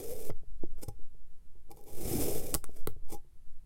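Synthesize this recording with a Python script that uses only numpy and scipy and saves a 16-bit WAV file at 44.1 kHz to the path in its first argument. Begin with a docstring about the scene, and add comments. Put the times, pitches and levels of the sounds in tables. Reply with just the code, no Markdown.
"""A quiet small room: a plastic knife presses twice through a cake of mouldable sand on a plastic cup, close up.
Each cut layers a hiss of coloured random grains over a crunch of small slips through a moving resonance.
Filtered clicks and sprays make the rim ticks; soft pushes into decaying modes make the knocks, each with a thud.
Grains also rub faint ringing from the blade as it scrapes. Shaped noise makes the room tone and the deep air.
"""
import sys
import numpy as np
from scipy import signal
from scipy.fft import rfft, irfft, next_fast_len
from scipy.io import wavfile

SR = 44100
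rng = np.random.default_rng(int(sys.argv[2]) if len(sys.argv) > 2 else 0)


def wav_record(signal):
    """Record a signal, one row per channel, as 16-bit PCM in the file named by sys.argv[1]."""
    frames = np.transpose(np.atleast_2d(signal))
    bounded = np.clip(frames, -1, 1)
    # unit amplitude maps onto the largest positive 16-bit level
    quanta = np.round(bounded * 32767).astype(np.int16)
    wavfile.write(sys.argv[1], SR, quanta)


N = 160965   # length [samples]
T = np.arange(N) / SR   # time [s]


def from_db(db):
    """Decibels to amplitude gain."""
    return 10 ** (np.asarray(db) / 20)


def rms_one(x):
    """Scale to rms 1."""
    return x / np.sqrt(np.mean(x ** 2) + 1e-20)


def low_pass(x, hz, order=2):
    """Butterworth low-pass."""
    return signal.sosfilt(signal.butter(order, hz, fs=SR, output="sos"), x + 1e-18)


def colour(x, spectrum):
    """Give a steady signal a spectrum, interpolated over log frequency; rms 1."""
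    hz, db = np.transpose(spectrum)
    size = next_fast_len(N)
    f = np.maximum(np.arange(size // 2 + 1) * SR / size, .1)
    gain = from_db(np.interp(np.log(f), np.log(hz), db))
    return rms_one(irfft(rfft(x, size) * gain, size)[:N])


def wander(hz):
    """Smooth random motion below a cutoff; spread about 1, extremes clipped."""
    return np.clip(rms_one(low_pass(rng.standard_normal(N), hz)), -2.3, 2.3)


def grains(per_s, spread_db):
    """Random clicks of uneven size and sign, with the same mean power at any rate."""
    chance = np.clip(per_s / SR, 1e-3, 1)
    sizes = from_db(spread_db * np.minimum(rng.exponential(1, N), 5))
    signed = sizes * rng.choice([-1, 1], N)
    happens = rng.random(N) < chance
    return rms_one(signed * happens / np.sqrt(chance))


def clicks(times, db):
    """One single-sample click at each time."""
    out = np.zeros(N)
    out[(np.asarray(times) * SR).astype(int)] = from_db(db)
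    return out


def ring(x, modes):
    """Each click sets a bank of decaying sine modes ringing."""
    out = 0
    for hz, db, t60 in modes:
        r = np.exp(-np.log(1000) / (t60 * SR))
        w = 2 * np.pi * hz / SR
        mode = signal.lfilter([0, np.sin(w)], [1, -2 * r * np.cos(w), r * r], x + 1e-18)
        out = out + from_db(db) * mode
    return out


def rubbed(drive, gain, modes):
    """Modes driven by grains under a stroke; they ring on after it."""
    return ring(drive * gain, modes) / np.std(ring(drive, modes))


def resonance(x, hz, width_hz, size=128):
    """A two-pole resonance whose centre follows a curve, updated block by block."""
    out, state = np.zeros(N), np.zeros(2)
    r = np.exp(-np.pi * width_hz / SR)
    for i in range(0, N, size):
        poles = [1, -2 * r * np.cos(2 * np.pi * hz[i] / SR), r * r]
        out[i:i + size], state = signal.lfilter([1, 0, -1], poles, x[i:i + size], zi=state)
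    return out


# slow air movement: (time [s], level [dB])
AIR_LEVEL = [(0, -34), (.6, -21), (1.1, -32), (1.6, -41), (2.1, -25.5), (2.5, -28), (3, -22), (3.3, -37),
             (3.65, -31)]
# spectrum of the air: (frequency [Hz], relative level [dB])
AIR_SPECTRUM = [(1, -9.5), (3.5, -2), (8, -7), (20, -31.5), (40, -40.5), (70, -48.5), (150, -69.5),
                (1000, -120)]
# spectrum of the quiet room: (frequency [Hz], relative level [dB])
ROOM_TONE_SPECTRUM = [(20, 1.5), (45, 1), (100, -14), (200, -20), (400, -38), (700, -37), (2000, -42),
                      (6000, -45.5), (11000, -41.5), (16000, -51.5)]
ROOM_TONE_DB, AIR_FADE_S = -58.5, .12


def background():
    """Steady room tone, and the deep sway of air at the microphone, eased in and out."""
    to_nearest_end = np.minimum(T, T[-1] - T)
    ease = np.sin(np.pi / 2 * np.minimum(to_nearest_end / AIR_FADE_S, 1)) ** 2
    sway = from_db(np.interp(T, *np.transpose(AIR_LEVEL)))
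    air = ease * sway * colour(rng.standard_normal(N), AIR_SPECTRUM)
    return air + from_db(ROOM_TONE_DB) * colour(rng.standard_normal(N), ROOM_TONE_SPECTRUM)


# faint shifts of the grip, as modes: (frequency [Hz], relative level [dB], t60 [s])
HANDLING_MODES = [(70, -6.5, .06), (135, 2, .05), (215, -13, .04), (350, -7, .1), (430, -9.5, .05),
                  (865, -19.5, .12)]
HANDLING_PER_S, HANDLING_SPREAD_DB = 150, 5
HANDLING_START_DB, HANDLING_SETTLES_DB_PER_S = -69, 1.3


def handling():
    """Faint dull bumps of the hand on the knife, ringing low modes and slowly settling."""
    bumps = low_pass(ring(grains(HANDLING_PER_S, HANDLING_SPREAD_DB), HANDLING_MODES), hz=885)
    return from_db(HANDLING_START_DB - HANDLING_SETTLES_DB_PER_S * T) * rms_one(bumps)


# grain rate: a floor, plus a part given at the reference level that follows force to a power
GRAIN_REF_DB, GRAIN_FLOOR_PER_S, GRAINS_PER_S = -40, 4000, 28000
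GRAIN_RATE_LAW, GRAIN_SPREAD_DB = .8, 4.1
# clumping: depth at the reference level, and extra depth per dB of lighter touch
CLUMPS_HZ, CLUMP_DB, CLUMP_GROWTH = 220, .9, .053
WAVER_HZ, WAVER_DB = 22, 2.28   # unsteady hand


def grit(gain):
    """Grains shearing past the blade: dense and even under a hard stroke, sparse and clumped under a light one."""
    force = gain / from_db(GRAIN_REF_DB)
    lightness_db = np.clip(-20 * np.log10(force + 1e-9), 0, 30)
    depth = CLUMP_DB + CLUMP_GROWTH * lightness_db
    power_match_db = depth ** 2 * np.log(10) / 20   # deeper clumps keep the same mean power
    clumps_db = depth * wander(CLUMPS_HZ) - power_match_db
    unsteady = from_db(clumps_db + WAVER_DB * wander(WAVER_HZ))
    rate = GRAINS_PER_S * force ** GRAIN_RATE_LAW + GRAIN_FLOOR_PER_S
    return unsteady * grains(rate, GRAIN_SPREAD_DB)


# the two cuts: (time [s], grain hiss level [dB], crunch level [dB], crunch resonance [Hz])
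FIRST_STROKE = [(0, -46.5, -40, 405), (.05, -52, -46, 425), (.11, -49, -42.5, 475),
                (.19, -53.5, -47.5, 452), (.22, -51, -46.5, 433), (.28, -52.5, -47, 445),
                (0.294, -50, -40.5, 490), (.315, -88, -58, 460)]
SECOND_STROKE = [(1.69, -99, -64, 450), (1.76, -74, -66.5, 457), (1.84, -75, -62.5, 425),
                 (1.93, -57, -55, 420), (2.05, -44.5, -44, 305), (2.16, -40.5, -39, 290),
                 (2.24, -39, -36, 400), (2.33, -41, -38.5, 445), (2.4, -45.5, -43, 440),
                 (2.52, -50.5, -50, 454), (2.54, -50, -39, 460), (2.57, -81, -70, 490),
                 (2.63, -80, -77.5, 480)]
# width of the crunch resonance: first cut, second cut [Hz]
CRUNCH_WIDTHS = [47, 128]
# broad shudder of the cake against the crunch, before its pitch loss: first cut, second cut [dB]
CAKE_LEVELS = [-10, 1.5]
# high blade ring against the hiss: first cut, second cut [dB]
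CUT_RING_LEVELS = [-11, -8.5]
# spectra of the shearing grains and the shuddering cake: (frequency [Hz], relative level [dB])
HISS_SPECTRUM = [(500, -30.5), (950, -21), (1130, -4.5), (1700, -11), (2300, -5), (3000, -7.5), (4400, -8),
                 (5300, -3.5), (7000, -1.5), (9700, 1.5), (14000, 2.5), (16000, -5)]
CAKE_SPECTRUM = [(30, 1), (70, 1.5), (130, 1.5), (190, -5), (290, -1), (480, -9), (600, -16.5), (780, -9),
                 (930, -40), (2000, -51)]
# high ringing of the blade: (frequency [Hz], relative level [dB], t60 [s])
BLADE_HIGH_MODES = [(2386, -7, 0.019), (3590, -8, .03), (5233, -3, 0.029), (6010, -6.5, .035),
                    (7170, -7, 0.025), (8224, -0.5, .04), (9930, -3, 0.043), (12300, -8, .02),
                    (13600, 1, 0.013)]
SLIPS_PER_S, SLIP_SPREAD_DB = 1800, 3.5
CAKE_LOSS_DB_PER_HZ = .018   # the shudder fades as the resonance climbs


def cut(curve, width_hz, cake_db, ring_db):
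    """The blade sinks in: grain hiss, and small slips that shake the cake and its moving resonance."""
    s, hiss_db, crunch_db, hz = np.transpose(curve)
    # silent outside the stroke
    hiss = from_db(np.interp(T, s, hiss_db, left=-np.inf, right=-np.inf))
    push = from_db(np.interp(T, s, crunch_db, left=-np.inf, right=-np.inf))
    sand = hiss * colour(grit(hiss), HISS_SPECTRUM)
    blade = from_db(ring_db) * rubbed(grit(hiss), hiss, BLADE_HIGH_MODES)
    slips = grains(SLIPS_PER_S, SLIP_SPREAD_DB)
    crunch = rms_one(low_pass(resonance(slips, np.interp(T, s, hz), width_hz), hz=700, order=4))
    cake_loss_db = CAKE_LOSS_DB_PER_HZ * np.interp(T, s, hz - hz.min())
    cake = from_db(cake_db - cake_loss_db) * colour(grains(SLIPS_PER_S, SLIP_SPREAD_DB), CAKE_SPECTRUM)
    return sand + blade + push * (crunch + cake)


# light scrapes of the free blade; rise and fall each span 20 dB, and the grain level is before its trims:
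# (loudest at [s], rise [s], fall [s], grain level [dB], blade hum level [dB], rim level [dB])
SCRAPE_STROKES = [(.302, .01, .008, -70, -45, -58), (0.798, 0.06, 0.01, -73, -85, -60),
                  (0.836, 0.02, 0.005, -42.5, -45, -40), (0.885, 0.0039, 0.011, -47.5, -43, -42),
                  (1.703, 0.0029, 0.03, -66, -53, -63), (1.715, 0.0034, 0.008, -50, -43, -66),
                  (1.771, 0.0024, 0.035, -60.5, -51, -69), (1.885, 0.046, 0.09, -60.5, -57.5, -89),
                  (2.785, 0.15, 0.12, -65, -90, -58), (3.125, 0.045, 0.023, -53, -50, -54),
                  (3.148, 0.032, 0.013, -52, -44, -57)]
# low ringing of the blade, then ringing of the rim and the cup: (frequency [Hz], relative level [dB], t60 [s])
BLADE_LOW_MODES = [(347, -4, 0.13), (465, 3.5, 0.046), (512, -5.5, 0.15), (815, 5, 0.098), (950, 1, 0.022)]
RIM_MODES = [(449, -3, .02), (680, -9, .015), (1130, -7, .02), (1330, -4, .016), (2030, -7, .012),
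             (3100, -7, .005), (4880, -4, .006)]
CUP_MODES = [(342.6, -7, .05), (435, -3.5, 0.052), (527, -3.5, 0.017), (648, -7, 0.038)]
SCRAPE_RING_DB, SCRAPE_HISS_DB = -2.5, 3   # trims on the grain level


def scrapes():
    """The blade brushes the walls of the slit or the rim; the grains set blade, rim and cup ringing."""
    hiss, hum, rim = 0, 0, 0
    for s, rise, fall, grain_db, hum_db, rim_db in SCRAPE_STROKES:
        distance = np.maximum((s - T) / rise, (T - s) / fall)
        stroke = from_db(-20 * np.minimum(distance, 10))
        hiss = hiss + from_db(grain_db) * stroke
        hum = hum + from_db(hum_db) * stroke
        rim = rim + from_db(rim_db) * stroke
    sand = grit(hiss)
    brush = from_db(SCRAPE_HISS_DB) * hiss * colour(sand, HISS_SPECTRUM)
    blade_high = from_db(SCRAPE_RING_DB) * rubbed(sand, hiss, BLADE_HIGH_MODES)
    blade_low = rubbed(sand, hum, BLADE_LOW_MODES)
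    rim_and_cup = low_pass(rubbed(sand, rim, RIM_MODES + CUP_MODES), hz=1300, order=3)
    return brush + blade_high + blade_low + rim_and_cup


# soft knocks on the cup:
# (time [s], ring level [dB], thud level [dB], thud frequency [Hz], thud t60 [s], contact time [s])
CUP_KNOCKS = [(.2975, -36, -27, 480, .014, .0011), (.306, -38, -29, 105, .05, .002),
              (0.433, -52, -52, 110, .038, 0.0014), (0.636, -37.5, -27.5, 350, .038, 0.00125),
              (0.734, -57, -70, 200, .038, 0.0018), (.882, -34, -24, 105, .038, 0.0022),
              (0.992, -48, -63, 120, .038, 0.0024), (1.145, -58, -61.5, 149, .038, 0.0013),
              (2.152, -44, -19, 266, .03, 0.0022), (2.5512, -28, -20, 135, .018, 0.001),
              (2.553, -40, -29, 90, .08, .003), (2.693, -43, -46, 250, .03, 0.001),
              (2.8738, -35, -21, 410, .013, 0.0014), (2.877, -50, -33, 102, .09, .003),
              (2.964, -47.5, -37.5, 100, .038, 0.002)]


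def knocks():
    """Cushioned bumps ring the sand-filled cup, each with a short pitched thud; longer contact is duller."""
    out = 0
    for s, cup_db, thud_db, thud_hz, thud_t60, contact_s in CUP_KNOCKS:
        push = np.sin(np.pi * np.clip((T - s) / contact_s, 0, 1)) ** 2
        push = push / push.sum()
        cup = from_db(cup_db) * ring(push, CUP_MODES)
        thud = ring(push, [(thud_hz, thud_db, thud_t60)])
        out = out + cup + thud
    return out


RIM_FOCUS_DB = 6   # loss per octave away from the most excited pitch


def rim_ring(x, excited_hz):
    """The point of contact favours the rim modes near one pitch."""
    focused = []
    for hz, db, t60 in RIM_MODES:
        octaves_away = abs(np.log2(hz / excited_hz))
        focused.append((hz, db - RIM_FOCUS_DB * octaves_away, t60))
    return ring(x, focused)


# hard ticks of the blade on the rim:
# (time [s], crack level [dB], crack centre [Hz], rim ring level [dB], most excited frequency [Hz])
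RIM_TICKS = [(.3032, -51, 3000, -35.5, 2050), (.633, -48, 8950, -60, 900), (1.812, -43, 12000, -70, 900),
             (1.8397, -40, 13000, -73, 900), (2.5421, -6, 8000, -25, 700), (2.5485, -8, 8000, -27, 1400),
             (2.5556, -22.5, 7500, -31, 1100), (2.6417, -21.5, 8600, -35, 1100),
             (2.8726, -14.5, 12400, -27, 1450)]
CRACK_WIDTH_HZ = 15000
CRUMBLE_S, CRUMBLE_DB = .00096, -8   # decay time constant of the spray; its level against the crack
TICK_BLADE_DB = -30   # the blade's low ring against the rim's


def ticks():
    """The edge snaps onto the rim: a sharp crack, a short spray of crushed grains, and the ring of rim and blade."""
    out, r = 0, np.exp(-np.pi * CRACK_WIDTH_HZ / SR)
    for s, db, hz, rim_db, excited_hz in RIM_TICKS:
        decay = (T > s) * np.exp(-np.minimum(abs(T - s) / CRUMBLE_S, 20))
        spray = rng.standard_normal(N) * decay
        snap = clicks([s], db) + from_db(db + CRUMBLE_DB) * spray
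        poles = [1, -2 * r * np.cos(2 * np.pi * hz / SR), r * r]
        crack = signal.lfilter([.5, 0, -.5], poles, snap + 1e-18)
        out = out + crack + rim_ring(clicks([s], rim_db), excited_hz)
    s, _, _, rim_db, _ = np.transpose(RIM_TICKS)
    return out + ring(clicks(s, rim_db + TICK_BLADE_DB), BLADE_LOW_MODES)


ROOM_DB, ROOM_SPLIT_HZ = -14, 670
ROOM_T60_S, ROOM_LOW_T60_S = .13, .16   # above and below the split


def room(x):
    """A short diffuse tail of decaying noise in which the lows last longer."""
    t = T[:SR // 2]
    noise = rng.standard_normal(len(t))
    low = low_pass(noise, ROOM_SPLIT_HZ)
    high = signal.sosfilt(signal.butter(2, ROOM_SPLIT_HZ, "high", fs=SR, output="sos"), noise)
    low_tail = low * np.exp(-np.log(1000) * t / ROOM_LOW_T60_S)
    high_tail = high * np.exp(-np.log(1000) * t / ROOM_T60_S)
    tail = (low_tail + high_tail) * (t > .002)   # starts just after the direct sound
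    return from_db(ROOM_DB) * signal.fftconvolve(x, tail / np.linalg.norm(tail))[:N]


def scene():
    """Knife, sand and cup in the room."""
    strokes = zip((FIRST_STROKE, SECOND_STROKE), CRUNCH_WIDTHS, CAKE_LEVELS, CUT_RING_LEVELS)
    cuts = sum(cut(*stroke) for stroke in strokes)
    knife = handling() + cuts + scrapes() + knocks() + ticks()
    return (background() + knife + room(knife))[None]


CUTOFF_HZ = 15900


def record(dry):
    """A steep elliptic low-pass cuts the top."""
    return signal.sosfilt(signal.ellip(10, .1, 80, CUTOFF_HZ, fs=SR, output="sos"), dry)


dry = scene()
out = record(dry)
wav_record(out)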